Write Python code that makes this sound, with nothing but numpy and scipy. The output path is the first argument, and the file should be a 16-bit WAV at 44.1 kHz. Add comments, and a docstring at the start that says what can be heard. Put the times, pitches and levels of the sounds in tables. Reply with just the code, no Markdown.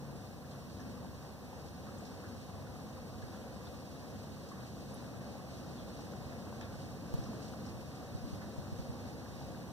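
"""A room behind a closed window, in steady heavy rain that swells a little towards the end.
Countless impacts on the house excite the room's standing waves into a hollow, throbbing rumble.
Drops patter at the window, whose pane dulls them and drones; spray hisses on the driveway, and
nearby fat drops splat and drips plink. Indoors an appliance hums, and a hand-held camera ticks
and thuds softly under shifting fingers."""
import sys
import numpy as np
from scipy import signal
from scipy.fft import rfft, irfft, next_fast_len
from scipy.io import wavfile
from scipy.ndimage import map_coordinates

SR = 44100
rng = np.random.default_rng(int(sys.argv[2]) if len(sys.argv) > 2 else 0)


def persist_wave(psi):
    """Save psi, clipped to +-1, as 16-bit WAV."""
    counts = np.round(np.clip(psi, -1, 1) * 32767).astype(np.int16)
    wavfile.write(sys.argv[1], SR, np.atleast_2d(counts).T)


N = 428652

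# strength of the rain in the gusts, about its usual value: t/s, level/dB
RAIN_STRENGTH = [(0, -1.2), (0.35, -3), (0.8, -1.3), (1.05, -1.3), (1.35, -3.5), (2.0, -0.5), (2.5, -1.5),
                 (3.9, -1), (5.5, -0.25), (6.6, 0.2), (6.9, -0.6), (7.3, 2), (8.0, -0.6), (8.45, 0.5),
                 (9.72, 0)]
# spectra of the noise sources: f/Hz, relative spectral level/dB
MIC_HISS_SPECTRUM = [(20, 1), (8000, -1.5), (15500, 0)]
SPLASH_SPECTRUM = [(800, -19), (2100, -3.5), (2700, 1.5), (3400, -1.5), (5000, 0.5), (6000, 0),
                   (7000, -3.5), (8300, -7), (11000, -13), (15500, -21)]
PANE_SPECTRUM = [(300, -27), (460, 0), (740, -2), (950, -19), (2000, -60)]
PATTER_SPECTRUM = [(200, -19), (400, -9), (470, -0.5), (540, -.5), (640, -4), (760, -2), (870, -8.5),
                   (1150, -9.5), (1350, -15), (1530, -13), (1950, -19), (2600, -21), (4000, -50)]
DRUM_SPECTRUM = [(20, -70), (32, -39), (43, -19), (55, -9), (95, -6), (160, -6), (255, -6.5), (310, -8),
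                 (400, -13), (600, -36.5), (1200, -67)]
# standing waves of the room, and resonances in the spray's hiss: f/Hz, width/Hz, lift/dB
ROOM_MODES = [(59.5, 5, 6), (98, 13, 8.5), (125, 7, 7), (142, 11, 8), (168, 7, 2.5), (187, 15, 6),
              (212, 14, 7), (241, 9, 7), (262, 12, 4.5), (303, 12, 3), (349, 14, 3), (465, 30, 1.5),
              (528, 20, 2.5)]
SPLASH_MODES = [(3830, 220, 5), (4360, 160, 7.5), (4600, 90, 3), (4850, 130, 4), (5550, 200, 2.5),
                (5900, 150, 1.5)]
# reverberation time of the room: f/Hz, t60/s
ROOM_DECAY = [(200, 0.75), (2000, 0.32), (10000, 0.046)]
# dry ticks at the camera, and fat drops near the window: t/s, level/dB, f/Hz, width/octaves, t60/s
CAMERA_TICKS = [(4.942, -53.5, 10200, .17, .05), (7.1402, -46, 14500, .5, .012),
                (7.1402, -44.5, 2800, 1, .007)]
SPLATS = [(.510, -57.5, 4200, .5, .09), (.795, -56.5, 1550, .2, .09), (.801, -58, 5600, .15, .04),
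          (.910, -60, 6050, .07, .03), (1.683, -59.5, 5600, .25, .05), (1.867, -53.5, 1300, .3, .1),
          (1.983, -57, 7400, .18, .04), (2.051, -56, 4900, .45, .13), (2.237, -58, 1550, .25, .16),
          (3.224, -56.5, 1700, .18, .08), (3.340, -53, 1350, .25, .07), (3.668, -59.5, 3750, .12, .09),
          (4.489, -55, 5500, .5, .03), (4.519, -56, 1550, .25, .06), (4.572, -56.5, 1400, .35, .12),
          (4.633, -55, 1450, .3, .03), (5.690, -58, 4600, .18, .05), (5.780, -59.5, 3550, .15, .16),
          (6.240, -62, 3650, .14, .05), (6.323, -53.5, 1450, .4, .05), (6.6105, -49, 4500, .6, .015),
          (6.6125, -39, 1200, .8, .015), (6.620, -61, 3650, .2, .12), (6.626, -54, 1200, .4, .07),
          (7.093, -58, 5400, .25, .025), (7.238, -56, 5600, .2, .06), (7.663, -55.5, 5300, .27, .07),
          (8.165, -59.5, 3870, .05, .07), (8.169, -57, 5700, .12, .04), (8.415, -55, 1580, .26, .1),
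          (9.213, -56, 1400, .25, .1)]
# finger nudges on the camera body: t/s, level/dB
NUDGES = [(3.235, -33), (7.1405, -20), (7.188, -24), (8.149, -26), (8.24, -29), (8.33, -29), (8.585, -28),
          (8.725, -28), (8.795, -28), (8.895, -27)]
# drips from the eaves: t/s, level/dB, f/Hz, t60/s
DRIPS = [(1.437, -48, 900, .025), (2.756, -46, 1240, .03), (4.368, -50.5, 1170, .04),
         (4.516, -42.5, 1120, .045), (4.632, -41, 590, .04), (5.239, -51, 1580, .04),
         (7.263, -44.5, 1190, .05), (7.283, -48, 1000, .04), (7.314, -38, 630, .04), (8.010, -40, 720, .03)]
# crests of single standing waves: t/s, level/dB, f/Hz
THROBS = [(.03, -46.5, 141), (.55, -52.5, 141), (.85, -52.5, 259), (.9, -53.5, 141), (1.05, -50, 241),
          (2.6, -50, 98), (3.22, -50, 98), (4.18, -50, 98), (4.32, -51, 141), (7.17, -49, 141),
          (7.58, -50, 212), (7.72, -49.5, 98), (8.45, -49, 212), (8.7, -49.5, 98), (9.43, -47.5, 141)]
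# likeness of left and right before widening: f/Hz, coherence/1
COHERENCE = [(30, .2), (90, .45), (140, .6), (215, .8), (300, .58), (390, .6), (480, .9), (800, .89),
             (1150, .98), (1420, .5), (1700, -.1)]
# lead of left over right: f/Hz, phase/rad
PHASE_LEAD = [(50, 1.2), (75, -0.33), (140, 0.14), (215, -0.17), (300, 1.3), (400, 0.25), (850, 0.56),
              (1150, -0.057), (1450, -0.00038), (2000, -0.061)]
# left minus right: f/Hz, level/dB
BALANCE = [(100, 0), (250, 1.5), (500, 0), (1500, 0.7), (2500, -0.4), (5000, -1.1), (9000, -2),
           (14000, -2.5)]
# depth of the stereo-widening comb: f/Hz, depth/1
COMB_DEPTH = [(1600, 0.018), (2000, 0.97), (3500, 0.89), (5800, 0.74), (8000, 0.47), (11500, 0.65),
              (14500, 0.46)]
# teeth of that comb: f/Hz, spacing/Hz
COMB_SPACING = [(2300, 2320), (7000, 2345), (14400, 2400)]

OPPOSITE = np.array([[1], [-1]])  # signs for left and right
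QUADRATURE = OPPOSITE * np.pi / 4  # phases a quarter cycle apart


def amp(db):
    """Amplitude ratio of a level in decibels."""
    return 10 ** (np.asarray(db) / 20)


def unit(x):
    """Normalisation to rms 1."""
    return x / np.sqrt(np.mean(x ** 2) + 1e-20)


def along(points, hz):
    """Interpolation of (f, value) points on a logarithmic frequency axis."""
    f, values = np.transpose(points)
    return np.interp(np.log(hz + 1), np.log(f + 1), values)


def wobble(rate):
    """Slow random modulation: a spline through rate knots a second."""
    knots = rng.standard_normal(int(N * rate / SR) + 4)
    return map_coordinates(knots, [np.arange(N) * rate / SR])


def noise():
    """White noise, incoherent between the channels."""
    return rng.standard_normal((2, N))


def filtered(x, response):
    """Linear filtering: the spectrum of x times a frequency response."""
    n = x.shape[-1]
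    padded = next_fast_len(n + 8192)
    return irfft(rfft(x, padded) * response(np.fft.rfftfreq(padded, 1 / SR)), padded)[..., :n]


def coloured(x, spectrum, modes=()):
    """Source and filter: x takes a broad spectrum with a peak at each resonance, at rms 1."""
    def lift_db(hz):
        return sum(db / (1 + (2 * (hz - centre) / width) ** 2) for centre, width, db in modes)
    return unit(filtered(x, lambda hz: amp(along(spectrum, hz) + lift_db(hz))))


def add(track, s, sound):
    """Superposition of a sound on the track, from s seconds on."""
    part = track[:, round(s * SR):][:, :sound.shape[-1]]
    part += sound[..., :part.shape[-1]]


def bursts(rows):
    """Broadband transients: each impact is a band of noise that decays exponentially."""
    track, t = np.zeros((2, N)), np.arange(SR // 4) / SR
    for s, db, pitch, octaves, t60 in rows:
        band = lambda hz: np.exp(-.5 * (np.log2((hz + 1) / pitch) / octaves) ** 2)
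        band_noise = unit(filtered(rng.standard_normal((2, len(t))), band))
        add(track, s, amp(db - 60 * t / t60) * band_noise)
    return track


def rings(rows, attack_s=.0004):
    """Damped free vibration: each impact rings at one frequency."""
    track, t = np.zeros((2, N)), np.arange(SR // 4) / SR
    for s, db, pitch, t60 in rows:
        envelope = amp(db - 60 * t / t60) * (1 - np.exp(-t / attack_s))
        add(track, s, envelope * np.sin(2 * np.pi * pitch * t + QUADRATURE))
    return track


def shower(count, low_hz, high_hz, t60, spread_db, samples):
    """Shot noise: drops ring briefly at random times and pitches, with a random phase at each ear."""
    t = np.arange(samples) / SR
    when, pitch, distance, *phases = rng.random((count, 5)).T[:, :, None]
    # most drops are far and faint, a few are near
    envelopes = amp(-spread_db * np.log(distance + 1 / 200) - 60 * t / t60)
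    angle = 2 * np.pi * (low_hz + pitch * (high_hz - low_hz)) * t
    index = ((when * N).astype(int) + np.arange(samples)).ravel()
    ears = [envelopes * np.sin(angle + 2 * np.pi * phase) for phase in phases]
    return unit(np.array([np.bincount(index, ear.ravel(), N)[:N] for ear in ears]))


def flurries(count, spread_db, t60):
    """Incoherent energies add: a gain of rms 1 that jumps at each larger splash and sinks back."""
    when, distance = rng.random((count, 2)).T
    strength = amp(-spread_db * np.log(distance + 1 / 100))
    energy = np.bincount((when * N).astype(int), strength ** 2, N)
    retained = amp(-60 / (t60 * SR)) ** 2
    return unit(np.sqrt(signal.lfilter([1], [1, -retained], energy)))


def in_room(x, wet_db):
    """Reverberation: convolution adds a diffuse tail in which the treble dies first."""
    hz, t, spectra = signal.stft(rng.standard_normal((2, SR // 3)), SR, nperseg=256)
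    decay = amp(-60 * t / along(ROOM_DECAY, hz)[:, None])
    _, tail = signal.istft(spectra * decay, SR, nperseg=256)
    echo = signal.fftconvolve(x, tail / np.linalg.norm(tail[0]), axes=1)[:, :N]
    return x + amp(wet_db) * echo


def microphones(air):
    """Partial coherence: two close ports hear low notes much alike; stereo widening combs the treble."""
    comb = lambda hz: along(COMB_DEPTH, hz) * np.cos(2 * np.pi * hz / along(COMB_SPACING, hz))
    coherence = lambda hz: np.clip(along(COHERENCE, hz) - comb(hz), -1, 1)
    mid_side = (air[0] + OPPOSITE * air[1]) / 2
    mid, side = filtered(mid_side, lambda hz: np.sqrt(1 + OPPOSITE * coherence(hz)))
    balance = lambda hz: amp(OPPOSITE * along(BALANCE, hz) / 2)
    phase_shift = lambda hz: np.exp(.5j * OPPOSITE * along(PHASE_LEAD, hz))
    return filtered(mid + OPPOSITE * side, lambda hz: balance(hz) * phase_shift(hz))


def microphone_hiss():
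    """Self-noise of the microphones: a faint, nearly white floor."""
    return amp(-64.5) * coloured(noise(), MIC_HISS_SPECTRUM)


def appliance_hum(hz, db):
    """A pure tone, made unsteady by slight modulation of phase and amplitude."""
    phase = 2 * np.pi * hz * np.arange(N) / SR + 0.21 * wobble(1.9)
    return amp(db + 1.1 * wobble(3)) * np.sin(phase)


def camera_knock(s, db, hz, t60):
    """Heavy damping cuts the ring of the camera body to a dull knock."""
    return rings([(s, db, hz, t60)])


def finger_nudges(hz=125, attack_s=.002, t60=0.058, push=.3):
    """Structure-borne sound: a nudge shakes and pushes the camera, driving its ports in antiphase."""
    track, t = np.zeros((2, N)), np.arange(SR // 8) / SR
    envelope = amp(-60 * t / t60) * (1 - np.exp(-t / attack_s))
    thud = envelope * (np.sin(2 * np.pi * hz * t) + push)
    for s, db in NUDGES:
        add(track, s, amp(db) * OPPOSITE * thud)
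    return track


def drips():
    """Damped oscillation: drips from the eaves plink or plop, with little reverberation."""
    return in_room(rings(DRIPS), wet_db=-12)


def splats():
    """Impact noise: fat drops burst close by and reverberate in the room."""
    return in_room(bursts(SPLATS), wet_db=-2)


def driveway_splashes(rain_db):
    """Superposition on driveway and leaves: even hiss, droplets, pings on something hard, and spray."""
    droplets = shower(count=6000, low_hz=3030, high_hz=10560, t60=0.0043, spread_db=3.0, samples=192)
    pings = shower(count=1800, low_hz=3300, high_hz=6300, t60=0.06, spread_db=1.0, samples=2000)
    spray = noise() * flurries(count=900, spread_db=2.0, t60=0.17)
    hiss = noise() + amp(-18) * droplets + amp(-16) * pings + amp(-4) * spray
    level_db = -60.5 + 0.7 * rain_db + 0.72 * wobble(9)
    return amp(level_db) * coloured(hiss, SPLASH_SPECTRUM, SPLASH_MODES)


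def pane_drone(rain_db):
    """Forced vibration: gusts drive rain against the glass, whose drone grows steeply with them."""
    return amp(-61.5 + 2.6 * rain_db) * coloured(noise(), PANE_SPECTRUM, ROOM_MODES)


def window_patter(rain_db):
    """Transmission loss: the pane dulls the knocks of near drops and the wash of farther ones."""
    near = shower(count=1500, low_hz=880, high_hz=1904, t60=0.014, spread_db=2.5, samples=800)
    level_db = -52 + 0.71 * rain_db + .7 * wobble(7)
    return amp(level_db) * coloured(noise() + amp(-17.5) * near, PATTER_SPECTRUM, ROOM_MODES)


def throbs(sigma_s=.085):
    """Resonance: single standing waves build up and ebb under a Gaussian envelope."""
    track, t = np.zeros((2, N)), np.arange(N) / SR
    for crest_s, db, pitch in THROBS:
        near = np.abs(t - crest_s) < .5
        offset_s = t[near] - crest_s
        envelope = amp(db) * np.exp(-.5 * (offset_s / sigma_s) ** 2)
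        phase = 2 * np.pi * (pitch * offset_s + rng.random())
        track[:, near] += envelope * np.sin(phase + QUADRATURE)
    return track


def house_drumming(rain_db):
    """Modal excitation: drops on roof and walls merge into a rumble that fills the room's modes."""
    level_db = -47 + 1.12 * rain_db + 0.34 * wobble(6.8)
    return amp(level_db) * coloured(noise(), DRUM_SPECTRUM, ROOM_MODES)


def scene():
    """Common modulation: one rain strength drives the four continuous rain layers; the rest is added."""
    rain_db = np.interp(np.arange(N) / SR, *np.transpose(RAIN_STRENGTH))
    house = house_drumming(rain_db) + throbs()
    window = window_patter(rain_db) + pane_drone(rain_db)
    outside = driveway_splashes(rain_db) + splats() + drips()
    noise_floor = microphone_hiss()
    camera = bursts(CAMERA_TICKS) + camera_knock(s=7.140, db=-26.5, hz=800, t60=.004)
    hum = appliance_hum(hz=74.2, db=-59.5)
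    return microphones(house + window + outside + hum + camera + noise_floor) + finger_nudges()


def record(dry):
    """Band limiting: the camera passes nothing above its cutoff."""
    cutoff_hz = 15520
    return filtered(dry, lambda hz: hz < cutoff_hz)


dry = scene()
out = record(dry)
persist_wave(out)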